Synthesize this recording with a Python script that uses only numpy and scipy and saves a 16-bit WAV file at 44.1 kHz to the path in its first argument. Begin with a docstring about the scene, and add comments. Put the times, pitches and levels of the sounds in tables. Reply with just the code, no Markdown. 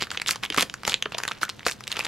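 """Crisp snaps and a short rustle open the scene: hands squeeze and open a stiff foil bag over a table.
Creases buckle one by one: each snap is a brief ring of a foil facet, a sharp crack and a low flap.
Each squeeze adds tiny crackles, sliding hiss and facet ticks; large panels pop with a thump and a flutter.
The bag is close to the microphone; a small room answers over low noise and a faint hum."""
import sys
import numpy as np
from scipy import signal
from scipy.fft import rfft, irfft, next_fast_len
from scipy.io import wavfile

SR = 44100
rng = np.random.default_rng(int(sys.argv[2]) if len(sys.argv) > 2 else 0)


def master(y):
    """Save y as 16-bit WAV."""
    cut = np.clip(np.atleast_2d(y).T, -1, 1)
    pcm = np.round(cut * 32767)  # scale
    wavfile.write(sys.argv[1], SR, pcm.astype(np.int16))


N = 91683  # length in samples

# Creases that buckle: start_s, facet_pitch_hz, ring_time_cycles, ring_level_db, crack_level_db
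SNAPS = [(0.0114, 2880, 0.27, -24, -26.5), (0.0181, 4570, 1, -25, -36), (0.0225, 2760, 0.17, -15, -42),
         (0.0287, 3900, .48, -22.5, -27.5), (0.037, 2930, 0.54, -23.5, -38), (0.07, 1540, .71, -30.5, -38),
         (0.105, 3670, .31, -23.5, -45), (0.115, 1490, 1, -21.5, -22.5), (0.1465, 1590, 0.73, -31, -38),
         (0.153, 1270, 0.99, -31, -42), (0.174, 3100, 0.43, -16, -34), (0.199, 2850, 0.3, -23.5, -34),
         (0.2175, 2350, 0.56, -17.5, -19.5), (0.262, 3030, 0.43, -22, -31), (0.2749, 3600, 1.4, -20, -28),
         (0.2805, 7000, 0.85, -22, -30), (0.2849, 4860, 0.36, -18, -18), (0.2906, 1280, 0.67, -17, -15.5),
         (0.3096, 7700, 0.26, -18, -14), (0.3334, 2580, 0.39, -30, -46), (0.3585, 1000, 0.51, -27, -26),
         (0.435, 3040, 0.43, -17, -27), (0.439, 2680, 0.3, -22.5, -44), (0.4426, 2334, .6, -27.5, -38),
         (0.4515, 3320, 0.7, -23, -26), (0.4605, 3100, .7, -26, -40), (0.502, 3190, 0.75, -17.5, -23),
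         (0.5225, 3200, 0.62, -24.5, -40), (0.5257, 3010, 0.31, -24.5, -36), (0.545, 1500, 0.59, -18, -24),
         (0.5642, 3380, 0.17, -22, -45), (0.5763, 800, 0.26, -17.5, -17), (0.5782, 2580, 0.32, -18.5, -35),
         (0.5803, 1176, 1.76, -11, -29), (0.5834, 2420, 0.33, -10.5, -24), (0.5896, 2380, 0.32, -21, -28),
         (0.596, 3180, 0.45, -16, -20), (0.6031, 2900, 0.43, -16.5, -26), (0.6084, 9500, 0.52, -18.5, -29),
         (0.6093, 3670, 0.36, -13, -31), (0.6186, 2440, 0.37, -21, -22), (0.624, 5170, 0.16, -17, -16.5),
         (0.6268, 2450, .57, -15, -21), (0.6285, 3400, 1.3, -17.5, -20.5), (0.698, 3400, 0.44, -27.5, -29),
         (0.7404, 1520, 0.69, -23.5, -24), (0.834, 1320, 0.39, -27, -31), (0.8514, 3170, 0.28, -19, -25.5),
         (0.8776, 910, 0.31, -15.5, -13), (0.8804, 1290, 0.15, -16.5, -42), (0.8959, 3370, 1.4, -20.5, -20),
         (0.9206, 2980, 0.58, -18, -43), (0.9297, 3010, 0.38, -23, -28), (0.934, 2410, 0.33, -27, -31),
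         (0.9418, 3570, 0.63, -8.5, -23), (1.0247, 3190, 1, -14, -22), (1.0568, 2920, 0.68, -21, -43),
         (1.0585, 1450, 0.64, -18.5, -56), (1.1212, 1740, 0.13, -25, -35), (1.1452, 3400, 1.5, -24, -46),
         (1.1481, 3060, 0.53, -21.5, -40), (1.1831, 3260, 0.26, -21.5, -21), (1.1856, 1060, 0.85, -24, -21),
         (1.2013, 1530, .35, -22.5, -33), (1.2354, 1950, 0.42, -21, -20.5), (1.2518, 1840, .33, -21.5, -30),
         (1.2785, 2130, 0.37, -17, -17), (1.2813, 1420, 0.56, -21, -47), (1.2868, 3670, 0.94, -21.5, -31),
         (1.2952, 1110, .6, -33, -38), (1.3123, 1300, 0.76, -20, -39), (1.3173, 2800, 0.31, -19.5, -48),
         (1.4312, 1414, .9, -11, -19.5), (1.4515, 1740, 1.1, -27, -28.5), (1.4815, 1890, 0.56, -34.5, -50),
         (1.493, 1320, 0.65, -26.5, -23), (1.4983, 4430, 0.51, -21, -36), (1.594, 2950, .24, -30.5, -45),
         (1.6065, 1810, .7, -35, -60), (1.6305, 2240, 0.37, -34, -56), (1.6525, 4370, 0.72, -29.5, -37),
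         (1.658, 4390, 0.21, -28.5, -41), (1.6652, 1385, 0.39, -9, -15), (1.669, 4400, 0.54, -20, -27),
         (1.683, 2500, 1.6, -20.5, -19), (1.691, 1920, 0.6, -23.5, -28), (1.6969, 1530, 1.2, -27.5, -24),
         (1.7128, 2640, 1.3, -28, -24), (1.7207, 4300, .6, -25.5, -37), (1.807, 1320, 0.45, -32, -33.5),
         (1.8385, 2400, 1.3, -39, -31.5), (1.871, 3170, .5, -32, -32), (1.8782, 4960, 0.22, -24.5, -27),
         (1.9173, 4200, .84, -19, -23.5), (1.9258, 3600, 1.4, -28, -20.5), (1.9598, 2940, 0.37, -26, -40),
         (1.9683, 3290, .5, -25.5, -25.5), (1.9725, 2080, .14, -23, -45), (1.9923, 1180, 0.36, -19.5, -17),
         (2.001, 2560, 1.3, -21, -30), (2.0071, 2570, 1.3, -17, -38), (2.0492, 4300, 0.56, -21.5, -29),
         (2.053, 1920, 0.35, -22, -24), (2.0663, 2330, 0.18, -22, -28)]
# Squeezes that rustle: start_s, length_s, body_level_db, treble_level_db (both before the trims below)
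SQUEEZES = [(0.003, 0.042, -39, -41.5), (0.114, 0.046, -41, -47.5), (0.273, 0.053, -41.5, -31),
            (0.343, 0.024, -39, -57), (0.43, 0.019, -33.5, -38.5), (0.525, 0.041, -38, -52),
            (0.576, 0.054, -31.5, -30.5), (0.866, 0.056, -36, -35), (1.122, 0.027, -41.5, -56),
            (1.17, 0.164, -43.5, -51.5), (1.346, 0.036, -46.5, -58), (1.415, 0.025, -35, -34),
            (1.665, 0.022, -35, -31), (1.699, 0.035, -56, -40), (1.899, 0.18, -40, -47)]
# Large panels popping through: start_s, pitch_hz, level_db
THUMPS = [(.022, 269, -32), (0.5014, 306, -25), (0.5761, 264, -20), (0.583, 191, -26.5),
          (0.622, 197, -27.5), (0.626, 493, -20.5), (0.878, 186, -30), (0.8795, 445, -29.5),
          (1.0571, 430, -23.5), (1.147, 665, -23), (1.431, 440, -30), (1.6659, 518, -15.5),
          (1.991, 500, -29.5)]
# Tone of a crack: frequency_hz, relative_level_db
CRACK_TONE = [(100, -34.5), (900, -6), (2500, 6.5), (7000, 0.5), (9000, -6), (12000, -8.5), (15000, -24.5)]
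# Tone of the rustle's body: frequency_hz, relative_level_db
RUSTLE_TONE = [(60, -20), (200, 1), (500, 3.5), (1300, 4.5), (3200, 3), (4800, -4), (7000, -50)]
# Tone of the rustle's treble: frequency_hz, relative_level_db
FIZZ_TONE = [(2500, -6), (5200, 2), (7500, 0.5), (9000, -4), (12000, -4), (15000, -23)]
# Tone of a panel's flutter: frequency_hz, relative_level_db
FLUTTER_TONE = [(90, -28), (220, 1), (480, 4), (800, -35)]
# Time for the room tail to fall 60 dB: frequency_hz, decay_s
ROOM_T60 = [(150, 0.3), (3000, 0.15), (12000, 0.15)]
# Likeness of left and right in rustle and room noise: frequency_hz, correlation (1 = identical)
LIKENESS = [(100, 0.98), (220, 0.043), (600, 0.18), (2000, 1), (10000, 0.24)]
# Tone of the room noise: frequency_hz, relative_level_db
FLOOR_TONE = [(25, -5), (45, -7), (130, -3), (220, -9.5), (420, -12), (14000, -46)]
# Steady hum tones: frequency_hz, level_db
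HUM = [(120, -59), (208, -59)]

# Background and room
FLOOR_DB = -49.5
ROOM_DB = -14.5

# Rustle: trims inside a squeeze, then levels while the bag is only held
RUSTLE_TRIM_DB, FIZZ_TRIM_DB = -5, -1
REST_DB, REST_FIZZ_DB = -61, -61.5
ATTACK_S, RELEASE_S = 0.0025, 0.007  # exponential rise and fall around a squeeze
GRAINS_PER_S_PER_BAND, GRAIN_SPREAD_DB = 450, 3
SLIDE_SHARE = 0.15  # gain of the sliding hiss against crackles of rms 1
TICKS_PER_S, TICK_HZ, TICK_REACH_OCTAVES = 260, 2620, 1.28  # pitches reach this far either way
TICK_CYCLES, TICK_DB, TICK_SPREAD_DB = 0.53, 3.5, 6  # ticks are up to the spread louder than TICK_DB

# Thumps: the panel's two modes, the puff of air it pushes, and the flutter after the pop
THUMP_CYCLES, PANEL_RATIO, PANEL_GAIN = 0.98, 1.428, 0.63
PUSH_HZ, PUSH_DB = 80, -20
FLUTTER_DB, FLUTTER_S = -11, 0.0065

# Snaps
CRACK_S, CRACK_SPIKE = 0.0008, 4  # decay of the crack's noise; height of its first sample
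BOUNCE_GAIN, BOUNCE_S = 0.3, 0.00061  # a close echo of the crack off the table, delayed by up to this time
OVERTONE_DB, OVERTONE_CYCLES = -13.5, 1.86  # second mode of a facet
FLAP_HZ, FLAP_CYCLES, FLAP_DB = 517, 0.9, -22.5
NEAR_DB, NEAR_S = -11, 0.0045  # early echoes off table and hands, and their decay
SLIP_DB, SLIP_S = -16.5, 0.003  # a crease gives a little before it snaps, up to this much earlier
DISPERSE_S, DISPERSE_HZ = 0.000732, 2880  # the bass lags by this time; the lag halves at this pitch

# Placement and recorder
LAG_S, LEFT_DB = 0.000016, -0.54  # left against right
TOP_HZ, LOW_CUT_HZ = 16000, 34.5


def amp(db):
    """Turn decibels into gain."""
    return 10 ** (np.asarray(db) / 20)


def unit(x):
    """Scale to rms 1."""
    return x / np.sqrt(np.mean(x ** 2) + 1e-20)


def burst(x):
    """Scale to the energy of one millisecond at rms 1."""
    return x * np.sqrt(SR / 1000 / np.sum(x ** 2))


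def along(points, hz):
    """Read a curve of (frequency_hz, value) points on a log frequency axis."""
    f, v = np.transpose(points)
    return np.interp(np.log(hz + 1), np.log(f + 1), v)


def filtered(x, response):
    """Filter x by a response given as a function of frequency."""
    m = next_fast_len(N + SR // 2)
    return irfft(rfft(x, m) * response(np.fft.rfftfreq(m, 1 / SR)), m)[..., :N]


def causal(points, size=2048):
    """Minimum-phase response of a tone curve, so a coloured sound keeps its sharp start."""
    cepstrum = irfft(np.log(amp(along(points, np.fft.rfftfreq(size, 1 / SR)))))
    cepstrum[1:size // 2] *= 2
    cepstrum[size // 2 + 1:] = 0
    return np.exp(rfft(cepstrum))


def spread(pair, tone):
    """Colour two unrelated signals and blend them as mid and side into a stereo sound of rms 1."""
    def mid_side_gains(hz):
        turn = np.arccos(np.clip(along(LIKENESS, hz), -1, 0.995)) / 2
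        return amp(along(tone, hz)) * [np.cos(turn), np.sin(turn)]

    mid, side = filtered(pair, mid_side_gains)
    return unit(np.array([mid + side, mid - side]))


def add(track, s, sound):
    """Mix a sound into the track at time s, or at the start if s is negative."""
    part = track[..., max(0, round(s * SR)):]
    n = min(part.shape[-1], sound.shape[-1])
    part[..., :n] += sound[..., :n]


def ring(hz, cycles, size=2048):
    """A heavily damped swing of the foil: a sine that swells and dies within a few cycles."""
    turns = np.arange(size) / SR * hz
    u = turns / max(cycles, 0.1)
    return burst(u * np.exp(-u) * np.sin(2 * np.pi * turns))


def background():
    """Low room noise, shaped from random noise, under steady sines for the faint hum."""
    t = np.arange(N) / SR
    hum = np.zeros(N)
    for hz, db in HUM:
        hum += amp(db) * unit(np.sin(2 * np.pi * (hz * t + rng.random())))
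    return amp(FLOOR_DB) * spread(rng.standard_normal((2, N)), FLOOR_TONE) + hum


def room(x, count=8, width=0.26):
    """A short diffuse tail of decaying noise, drawn anew for each stretch as the bag moves."""
    out = np.zeros((2, N))
    mono = x.mean(0)
    for part in np.array_split(np.arange(N), count):
        hz, t, bins = signal.stft(rng.standard_normal((2, SR // 3)), SR, nperseg=256)
        decay = amp(-60 * t / along(ROOM_T60, hz)[:, None])
        mid, side = signal.istft(bins * decay, SR, nperseg=256)[1]
        tail = np.array([mid + width * side, mid - width * side])
        tail /= np.linalg.norm(tail[0])
        reply = signal.fftconvolve(mono[None, part], tail, axes=1)
        add(out, part[0] / SR + 0.003, reply)  # 3 ms before the tail starts
    return out


def crackles(count=7):
    """Tiny grains over the hiss of sliding foil; each grain sounds in about one octave only."""
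    hits = rng.random((count, N)) < GRAINS_PER_S_PER_BAND / SR
    sizes = hits * amp(GRAIN_SPREAD_DB * np.clip(rng.standard_normal((count, N)), -2, 2))
    signs = rng.choice([-1, 1], (2, count, N))  # drawn separately for each channel

    def octave_bands(hz):
        octaves_down = np.clip(np.log2(TOP_HZ / (hz + 1)), 0, count - 1)
        distance = octaves_down - np.arange(count)[:, None]
        return np.cos(np.pi / 2 * np.clip(distance, -1, 1))

    grains = filtered(sizes * signs, octave_bands)
    return unit(grains.sum(1)) + SLIDE_SHARE * rng.standard_normal((2, N))


def ticks(strength):
    """Small facets flip at random, each at its own pitch, as hard as the bag is being squeezed."""
    out = np.zeros(N)
    for when, pitch, size in rng.random((int(TICKS_PER_S * N / SR), 3)):
        hz = TICK_HZ * 2 ** (TICK_REACH_OCTAVES * (2 * pitch - 1))
        level = strength[int(when * N)] * amp(TICK_DB + TICK_SPREAD_DB * size)
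        add(out, when * N / SR, level * ring(hz, TICK_CYCLES))
    return out


def rustle():
    """Tiny crackles, sliding foil and ticks swell with each squeeze; body and treble have own levels."""
    t = np.arange(N) / SR
    body, fizz = np.full(N, amp(REST_DB)), np.full(N, amp(REST_FIZZ_DB))
    for s, length, body_db, fizz_db in SQUEEZES:
        rise, fall = (t - s) / ATTACK_S, (s + length - t) / RELEASE_S
        shape = np.exp(np.minimum(0, np.minimum(rise, fall)))
        body = np.maximum(body, amp(body_db + RUSTLE_TRIM_DB) * shape)
        fizz = np.maximum(fizz, amp(fizz_db + FIZZ_TRIM_DB) * shape)
    grains = crackles()
    return body * spread(grains, RUSTLE_TONE) + fizz * spread(grains, FIZZ_TONE) + ticks(body)


def thumps(size=2048):
    """A large panel pops through in two modes, pushes a little air and flutters on."""
    out, t = np.zeros((2, N)), np.arange(size) / SR
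    for s, hz, db in THUMPS:
        noise = rng.standard_normal(size) * np.exp(-t / FLUTTER_S)
        flutter = burst(irfft(rfft(noise) * causal(FLUTTER_TONE)))
        second_mode = ring(hz * PANEL_RATIO, THUMP_CYCLES * PANEL_RATIO)
        panel = burst(ring(hz, THUMP_CYCLES) + PANEL_GAIN * second_mode)
        pop = panel + amp(PUSH_DB) * ring(PUSH_HZ, cycles=0.1)
        # the flutter has opposite sign at each side
        add(out, s, amp(db) * (pop + amp(FLUTTER_DB) * np.array([flutter, -flutter])))
    return out


def snaps(size=2048, width=0.22):
    """Each crease rings, cracks and flaps; the wave spreads in the sheet and scatters off hands and table."""
    out, t, colour = np.zeros((2, N)), np.arange(size) / SR, causal(CRACK_TONE)
    for s, hz, cycles, ring_db, crack_db in SNAPS:
        noise = rng.standard_normal((4, size))

        crack_decay = np.exp(-t / CRACK_S)
        edge = noise[0] * crack_decay
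        edge[0] = CRACK_SPIKE
        crack = burst(irfft(rfft(edge) * colour))
        side = burst(irfft(rfft(noise[1] * crack_decay) * colour))
        bounce = np.roll(crack, round(rng.random() * BOUNCE_S * SR))
        crack = burst(crack + BOUNCE_GAIN * bounce)

        # the second mode's ratio depends on the facet's shape, so it is drawn per snap
        overtone = ring(hz * rng.uniform(1.275, 2.016), OVERTONE_CYCLES)
        facet = burst(ring(hz, cycles) + amp(OVERTONE_DB) * overtone)
        swing = amp(ring_db) * (facet + amp(FLAP_DB) * ring(FLAP_HZ, FLAP_CYCLES))
        snap = swing + amp(crack_db) * np.array([crack + width * side, crack - width * side])

        near = np.array([noise[2] + width * noise[3], noise[2] - width * noise[3]])
        near *= np.exp(-t / NEAR_S) * (t > BOUNCE_S)
        near *= amp(NEAR_DB) / np.linalg.norm(near[0])
        near[:, 0] = 1  # direct sound
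        add(out, s, rng.choice([-1, 1]) * signal.fftconvolve(snap, near, axes=1))
        add(out, s - SLIP_S * rng.uniform(0.25, 1), amp(SLIP_DB) * snap)

    def bending_waves(hz):  # treble arrives first
        return np.exp(-2j * np.pi * DISPERSE_S * DISPERSE_HZ * np.arctan(hz / DISPERSE_HZ))

    return filtered(out, bending_waves)


def scene():
    """The bag and its room reply sit slightly to the right of the microphone, over the background."""
    bag = snaps() + thumps() + rustle()
    bag = bag + amp(ROOM_DB) * room(bag)
    sides = np.array([[0.5], [-0.5]])  # left later and softer, right earlier and louder
    placed = filtered(bag, lambda hz: np.exp(-2j * np.pi * hz * LAG_S * sides))
    return amp(LEFT_DB * sides) * placed + background()


def record(dry):
    """The recorder drops the deepest bass and keeps nothing above its band limit."""
    return filtered(dry, lambda hz: (hz < TOP_HZ) * (1j * hz / (1j * hz + LOW_CUT_HZ)) ** 2)


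dry = scene()
out = record(dry)
master(out)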